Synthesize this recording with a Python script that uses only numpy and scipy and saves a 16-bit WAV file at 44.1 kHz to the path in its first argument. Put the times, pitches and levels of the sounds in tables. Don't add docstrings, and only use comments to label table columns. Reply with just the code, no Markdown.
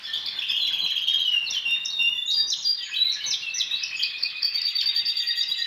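import sys
import numpy as np
from scipy import signal
from scipy.fft import rfft, irfft
from scipy.io import wavfile

SR = 44100
rng = np.random.default_rng(int(sys.argv[2]) if len(sys.argv) > 2 else 0)


def master(y):
    cut = np.clip(np.atleast_2d(y).T, -1, 1)
    pcm = np.round(cut * 32767)
    wavfile.write(sys.argv[1], SR, pcm.astype(np.int16))


N = 249606

# frequency_hz, level_db
OVERTONES = [(5500, -25), (7000, -32.5), (7900, -45), (9600, -41.5), (11500, -35), (14000, -34.5),
             (16000, -46.5)]
# frequency_hz, t60_s
ROOM_T60 = [(500, 0.054), (2000, 0.74), (3500, 0.49), (5500, 0.37), (9000, 0.24), (15000, 0.19)]
# frequency_hz, level_db
RUMBLE_COLOUR = [(20, -11), (60, -7), (170, -2), (300, -6.5), (600, -9), (1100, -1.5), (2000, -40),
                 (5000, -32.5)]
WASH_COLOUR = [(600, -7), (1050, -4), (1400, 4.5), (3500, 7.5), (5000, 0), (7500, -19.5), (14000, -23.5),
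               (16000, -26.5)]
# time_s, level_db
RUMBLE_RIDE = [(0, -64), (.4, -54), (1, -59), (2.3, -57.5), (2.7, -63.5), (3.25, -59.5), (4, -60.5),
               (4.2, -64.5), (5.66, -64.5)]
WASH_RIDE = [(0, -44), (.6, -53), (1.6, -49), (2.2, -57), (3.3, -49.5), (4.3, -52), (5.66, -51)]
CHORUS_RIDE = [(0, -33.5), (.5, -39.5), (1, -39), (1.5, -53), (2.1, -69), (2.7, -40), (4, -35.5),
               (5.66, -43)]
# start_s, length_s, pitch_hz, level_db
COOS = [(0.048, 0.054, 1792, -38.5), (2.126, 0.054, 1952, -48.5), (2.374, .016, 1765, -40.5),
        (2.781, 0.065, 1925, -44.5), (2.861, 0.021, 1690, -39.5), (3.03, 0.046, 2153, -41),
        (3.161, .013, 1717, -35), (3.207, .021, 2220, -33.5), (4.961, 0.031, 1870, -41),
        (5.191, 0.11, 1900, -41.5), (5.29, 0.029, 1898, -34), (5.576, 0.073, 1865, -34.5)]
# start_s, length_s, start_pitch_hz, level_db
CHIRPS = [(.132, 0.0167, 3030, -22.5), (.26, 0.0092, 3880, -28.5), (.418, .017, 2525, -25.5),
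          (.49, 0.041, 2382, -29.5), (1.9, 0.01, 3640, -27.5), (2.30, 0.011, 3770, -26),
          (2.937, 0.017, 2900, -24.5), (3.075, 0.033, 3500, -25.5), (3.238, 0.0138, 3536, -25),
          (3.752, 0.015, 3770, -32.5), (3.992, 0.016, 2793, -24.5), (4.026, 0.0091, 3760, -23.5)]
# start_s, top_pitch_hz, level_db
WHIPS = [(0.2591, 5514, -21.5), (1.506, 6980, -20.5), (1.546, 5300, -27), (1.854, 6970, -20),
         (3.833, 6440, -19), (4.031, 5910, -15.5), (4.231, 5710, -14.5), (4.427, 5980, -14.5),
         (4.614, 5900, -17.5), (4.81, 5820, -17.5), (5.057, 6130, -20.5), (5.431, 6590, -27)]
# delay_s, length_s, pitch_ratio, offset_db
CHOP_STEPS = [(0, .018, 1, -1), (.021, .011, .77, 0.5), (0.033, .011, .47, -10)]
# start_s, length_s, pitch_hz, glide_share, level_db
WHISTLES = [(0.488, 0.02, 5170, 0.06, -30.5), (0.6, 0.069, 4050, -.08, -28),
            (0.813, 0.052, 4060, -0.01, -26), (1.068, 0.058, 3738, 0.018, -27),
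            (1.18, .055, 3900, -0.12, -30), (1.246, 0.042, 2994, -0.087, -23),
            (1.311, 0.077, 2850, -0.059, -22), (1.41, 0.047, 2787, -0.052, -26.5),
            (1.647, .1, 2790, 0.009, -21.5), (1.668, 0.25, 3700, 0.035, -31.5),
            (1.911, 0.2, 3672, -0.052, -29), (1.983, .11, 2798, 0.012, -22),
            (2.10, 0.085, 2860, -0.011, -28.5), (2.146, 0.1, 3553, 0.027, -28.5),
            (2.272, 0.079, 3790, -0.0099, -22.5), (2.389, .07, 3790, -0.0025, -30),
            (2.331, 0.099, 4790, -0.0154, -21), (2.645, 0.077, 4804, 0.0015, -19.5),
            (2.821, 0.1, 6795, -0.0064, -45.5), (2.913, 0.036, 2582, 0.044, -32),
            (2.953, .13, 3963, 0.034, -21.5), (3.205, 0.013, 3015, 0.045, -29),
            (3.416, 0.087, 2723, -0.077, -31), (3.707, 0.04, 3870, 0.063, -23),
            (3.963, 0.039, 6840, -0.03, -42.5)]
# start_s, level_db
TICKS = [(.67, -42), (1.71, -37), (2.029, -39), (2.097, -41), (2.388, -44), (3.335, -42), (4.619, -39),
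         (5.104, -44)]
# start_s, length_s, top_pitch_hz, level_db
SLURS = [(1.457, 0.044, 4555, -33), (1.518, 0.072, 3668, -29), (2.763, 0.076, 3896, -37),
         (4.773, 0.045, 3960, -34.5)]
# break_s, whistle_length_s, whistle_pitch_hz, whistle_db, tumble_db
TUMBLES = [(2.31, 0.055, 6736, -41.5, -32), (2.501, 0.032, 5850, -34.5, -21),
           (2.624, .065, 6610, -43.5, -28.5), (3.132, 0.014, 5710, -32.5, -33),
           (3.305, 0.047, 6060, -30, -21), (3.58, 0.042, 5900, -29.5, -20.5)]

FAR_BEAT, FAR_COURSE = dict(first_s=.033, gap_s=.1075, count=6), [(.03, 3423, -34), (.25, 3532, -28.5), (.57, 3515, -24)]
TWIT_BEATS, CHOP_BEATS = [dict(first_s=.065, gap_s=.106, count=4), dict(first_s=.66, gap_s=.206, count=4),
                          dict(first_s=3.965, gap_s=.21, count=2)], [dict(first_s=.3, gap_s=.042, count=3),
                                              dict(first_s=.472, gap_s=.211, count=7),
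                                              dict(first_s=2.86, gap_s=.27, count=2),
                                              dict(first_s=3.68, gap_s=.102, count=13)]
HOOK_BEAT, HOOK_COURSE = dict(first_s=.505, gap_s=.0535, slowing_s=.00031, count=13), [(0.501, 3234, -25.5), (.6, 3395, -24.5), (0.799, 3270, -24),
                                             (1.2, 3240, -23.5)]
HOARSE_BEAT, HOARSE_COURSE = dict(first_s=.54, gap_s=.107, count=7), [(.54, 2914, -27), (.75, 2836, -33), (0.971, 2880, -28),
                                                  (1.18, 2843, -34)]
WARBLE_BEAT, WARBLE_COURSE = dict(first_s=3.715, gap_s=.106, count=7), [(3.71, 2640, -33), (3.9, 2551, -28.5), (4.14, 2476, -34),
                                                   (4.35, 2514, -33)]
BELL_BEAT, BELL_COURSE = dict(first_s=4.439, gap_s=.1036, count=12), [(4.44, 4628, -18.5), (4.75, 4660, -20), (5.271, 4720, -20.5),
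                                             (5.58, 4857, -27.5)]
FLICK_BEAT, FLICK_COURSE = dict(first_s=4.535, gap_s=.1365, count=8), [(4.53, 3303, -37.5), (4.82, 3452, -34), (5.5, 3395, -32.5)]
PIP_BEAT, PIP_COURSE = dict(first_s=4.573, gap_s=.1042, count=11), [(4.57, 3747, -26), (4.9, 3715, -19.5), (5.2, 3720, -21.5),
                                          (5.42, 3822, -16), (5.61, 3940, -19.5)]
SLUR_BEAT, SLUR_COURSE = dict(first_s=4.92, gap_s=.203, count=4), [(4.9, 3510, -36), (5.53, 3610, -35.5)]
THIN_BEAT, THIN_COURSE = dict(first_s=5.16, gap_s=.197, count=3), [(5.16, 6890, -50), (5.359, 6850, -46), (5.56, 6900, -49.5)]

TOP_HZ = 15850


def amp(db):
    return 10 ** (np.asarray(db) / 20)


def curve_at(points, hz):
    frequency, value = np.transpose(points)
    return np.interp(np.log(hz + 1), np.log(frequency + 1), value)


def ride_db(ride, t):
    return np.interp(t, *np.transpose(ride))


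def add(mix, s, sound):
    part = mix[max(round(s * SR), 0):][:len(sound)]
    part += sound[:len(part)]


def noise(colour, size):
    gain = amp(curve_at(colour, np.fft.rfftfreq(size, 1 / SR)))
    shaped = irfft(rfft(rng.standard_normal(size)) * gain, size)
    return shaped / np.sqrt(np.mean(shaped ** 2) + 1e-20)


def waver(t, rate_hz):
    hz = np.geomspace(rate_hz / 10, rate_hz, num=8)[:, None]
    return np.sin(2 * np.pi * (hz * t + rng.random(hz.shape))).sum(0) / 2


def room(dry, wet_db, slaps=10):
    taps = rng.standard_normal(SR) * (rng.random(SR) < .03) * (np.arange(SR) / SR > .004)
    taps[(rng.uniform(.002, .035, slaps) * SR).astype(int)] += 1.8 * rng.choice([-1, 1], slaps)
    hz, t, spectrum = signal.stft(taps, SR, nperseg=256)
    decay = amp(-60 * t / curve_at(ROOM_T60, hz)[:, None])
    tail = signal.istft(spectrum * decay, SR, nperseg=256)[1]
    return dry + amp(wet_db) * signal.fftconvolve(dry, tail / np.linalg.norm(tail))[:N]


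def syllable(length, start_hz, middle_hz, end_hz, db, rough, fade, bright_db):
    t = np.arange(int(max(length, .004) * SR)) / SR
    u = t / t[-1]
    arc = start_hz * (1 - u) * (1 - 2 * u) + middle_hz * 4 * u * (1 - u) + end_hz * u * (2 * u - 1)
    hz = arc * (1 + rough * waver(t, 351.7))
    phase = 2 * np.pi * np.cumsum(hz) / SR
    overtones = sum(amp(curve_at(OVERTONES, k * hz)) * (k * hz < TOP_HZ) * np.sin(k * phase)
                    for k in range(2, 5))
    swell = signal.windows.tukey(len(t), np.clip(fade, .1, 1)) * amp(db + 1.2 * waver(t, 91.2))
    rasp = .52 * rough * np.diff(rng.standard_normal(len(t) + 1))
    return swell * (np.sin(phase) + amp(bright_db) * (overtones + rasp))


def song(rows, rough, fade, bright_db=0):
    out = np.zeros(N)
    for s, *shape in rows:
        add(out, s, syllable(*shape, rough, fade, bright_db))
    return out


def trill(rows, length, start, end, rough, fade, lag=0, bright_db=0):
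    notes = [(s + lag, length, hz * start, hz, hz * end, db) for s, hz, db in rows]
    return song(notes, rough, fade, bright_db)


def fall(rows, length, middle, end, rough, fade):
    return song([(s, length, hz, hz * middle, hz * end, db) for s, hz, db in rows], rough, fade)


def beats(first_s, gap_s, count, slowing_s=0):
    k = np.arange(count)
    return first_s + gap_s * k + slowing_s * k ** 2


def repeats(beat, course, stray_share=.0041, stray_db=1):
    starts = beats(**beat)
    times, hz, db = np.transpose(course)
    pitch_stray, level_stray = rng.standard_normal((len(starts), 2)).T
    pitches = np.interp(starts, times, hz) * (1 + stray_share * pitch_stray)
    levels = np.interp(starts, times, db) + stray_db * level_stray
    return list(zip(starts, pitches, levels))


def room_tone():
    t = np.arange(N) / SR
    rumble = noise(RUMBLE_COLOUR, N) * amp(ride_db(RUMBLE_RIDE, t) + 3.48 * waver(t, 12))
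    wash = noise(WASH_COLOUR, N) * amp(ride_db(WASH_RIDE, t))
    return rumble + wash


def far_twitter(count=260, twit_hz=5360, twit_db=-39.5):
    twit_rows = [(s, twit_hz, twit_db) for beat in TWIT_BEATS for s in beats(**beat)]
    twits = trill(twit_rows, length=.018, start=.93, end=.61, rough=.039, fade=.59)
    rows = []
    for k, (when, stretch, pitch, spread, slope) in enumerate(rng.random((count, 5))):
        s = (k + when) / count * N / SR
        length = .0155 + .0297 * stretch
        hz = 2000 + 1600 * (pitch + spread)
        glide = .2534 * slope - .08
        rows.append((s, length, hz * (1 + glide), hz, hz * (1 - glide), ride_db(CHORUS_RIDE, s)))
    chorus = song(rows, rough=.027, fade=.52, bright_db=-.5)
    return room(amp(-12.5) * (twits + chorus), wet_db=11)


def far_notes(pip_rows):
    even_trill = trill(repeats(FAR_BEAT, FAR_COURSE),
                       length=.0442, start=1.01, end=.92, rough=.0082, fade=.17)
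    coo_rows = [(s, length, hz * 1.01, hz, hz * .99, db) for s, length, hz, db in COOS]
    coos = song(coo_rows, rough=.0044, fade=.17)
    afternotes = trill([(s, .72 * hz, -34) for s, hz, _ in pip_rows],
                       length=.028, start=1.2, end=.9, rough=.02, fade=.8, lag=.021)
    return room(amp(-5) * (even_trill + coos + afternotes), wet_db=3.5)


def chirps(rise=.24, climbed_by_half=.576):
    rows = [(s, length, hz, hz * (1 + climbed_by_half * rise), hz * (1 + rise), db)
            for s, length, hz, db in CHIRPS]
    return room(song(rows, rough=.026, fade=.52, bright_db=3), wet_db=.5)


def whips():
    leads = trill([(s, .77 * hz, db - 8) for s, hz, db in WHIPS],
                  length=.006, start=.97, end=1, rough=.01, fade=1, lag=-.006)
    sweeps = fall(WHIPS, length=.0105, middle=.8, end=.71, rough=.02, fade=1)
    return room(amp(1) * (leads + sweeps), wet_db=-4.8)


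def chops(base_hz=2450, base_db=-41):
    starts = np.concatenate([beats(**beat) for beat in CHOP_BEATS])
    strays = rng.standard_normal((len(starts), 2))
    rows = [(s, base_hz * (.9 + .025 * s + .045 * pitch_stray), base_db + 1.2 * level_stray)
            for s, (pitch_stray, level_stray) in zip(starts, strays)]
    out = np.zeros(N)
    for lag, length, ratio, offset_db in CHOP_STEPS:
        step_rows = [(s, hz * ratio, db + offset_db) for s, hz, db in rows]
        out += trill(step_rows, length, start=1.1, end=.85, rough=.013, fade=.52, lag=lag)
    return room(amp(-2) * out, wet_db=.8)


def whistles(sag=.0083):
    rows = [(s, length, hz * (1 - glide / 2), hz * (1 - sag), hz * (1 + glide / 2), db)
            for s, length, hz, glide, db in WHISTLES]
    return room(song(rows, rough=.0073, fade=.25), wet_db=-1.5)


def hook_trill():
    hooks = trill(repeats(HOOK_BEAT, HOOK_COURSE),
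                  length=.023, start=.9, end=.99, rough=.006, fade=.34, bright_db=4.5)
    return room(amp(-.05) * hooks, wet_db=.6)


def mingled_trills():
    hoarse = trill(repeats(HOARSE_BEAT, HOARSE_COURSE),
                   length=.0205, start=.92, end=1.064, rough=.015, fade=.26)
    flick_rows = repeats(FLICK_BEAT, FLICK_COURSE)
    flicks = trill(flick_rows, length=.0254, start=.9, end=.98, rough=.0085, fade=.36, bright_db=14)
    afternotes = trill([(s, .6 * hz, db - 9.5) for s, hz, db in flick_rows],
                       length=.04, start=1.02, end=1, rough=.0043, fade=.4, lag=.057)
    slurs = trill(repeats(SLUR_BEAT, SLUR_COURSE),
                  length=.08, start=1.2, end=.92, rough=.0077, fade=.52, bright_db=6)
    thin_slurs = trill(repeats(THIN_BEAT, THIN_COURSE),
                       length=.07, start=1.06, end=.87, rough=.012, fade=.51)
    return room(hoarse + flicks + afternotes + slurs + thin_slurs, wet_db=0)


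def cage_ticks(decay_s=.001, size=1024):
    out = np.zeros(N)
    snap = np.exp(-np.arange(size) / SR / decay_s)
    colour = [(300, -2), (3000, 0), (8000, -5), (15000, -13)]  # frequency_hz, level_db
    for s, db in TICKS:
        add(out, s, amp(db + 3) * snap * noise(colour, size))
    return room(out, wet_db=-22)


def lone_slurs():
    rows = [(s, length, hz, hz * .87, hz * .76, db) for s, length, hz, db in SLURS]
    return room(song(rows, rough=.012, fade=.29, bright_db=2.5), wet_db=3)


def tumbles(break_hz=6300, low_fall_hz=4126, near_db=-23):
    out = np.zeros(N)
    for s, length, hz, whistle_db, db in TUMBLES:
        held = song([(s - length, length, hz * 1.02, hz, hz * .975, whistle_db)], rough=.014, fade=.43)
        snap = fall([(s, break_hz, db)], length=.014, middle=.86, end=.78, rough=.018, fade=.26)
        low = fall([(s + .017, low_fall_hz, db)], length=.024, middle=.92, end=.714, rough=.02, fade=.26)
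        call = amp(2.5) * held + amp(-1) * (snap + low)
        direct_db = .24 * (db - near_db)
        out += room(amp(direct_db) * call, wet_db=-2 - direct_db)
    return out


def warble():
    notes = trill(repeats(WARBLE_BEAT, WARBLE_COURSE),
                  length=.036, start=.985, end=1.046, rough=.0048, fade=.29)
    return room(notes, wet_db=-1.5)


def bell_trill():
    notes = trill(repeats(BELL_BEAT, BELL_COURSE),
                  length=.03, start=.93, end=.95, rough=.0052, fade=.61, bright_db=4.5)
    return room(notes, wet_db=-1.6)


def pip_trill(pip_rows):
    return room(trill(pip_rows, length=.018, start=.91, end=.96, rough=.0035, fade=.87), wet_db=-3)


def scene():
    pip_rows = repeats(PIP_BEAT, PIP_COURSE)
    calls = whistles() + lone_slurs() + chirps() + tumbles() + whips()
    trills = hook_trill() + mingled_trills() + warble() + bell_trill() + pip_trill(pip_rows)
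    background = far_twitter() + far_notes(pip_rows) + chops()
    return (calls + trills + background + cage_ticks() + room_tone())[None]


def record(dry):
    low_pass = signal.firwin(511, TOP_HZ, window=("kaiser", 9), fs=SR)
    return signal.oaconvolve(dry, low_pass[None], "same")


dry = scene()
out = record(dry)
master(out)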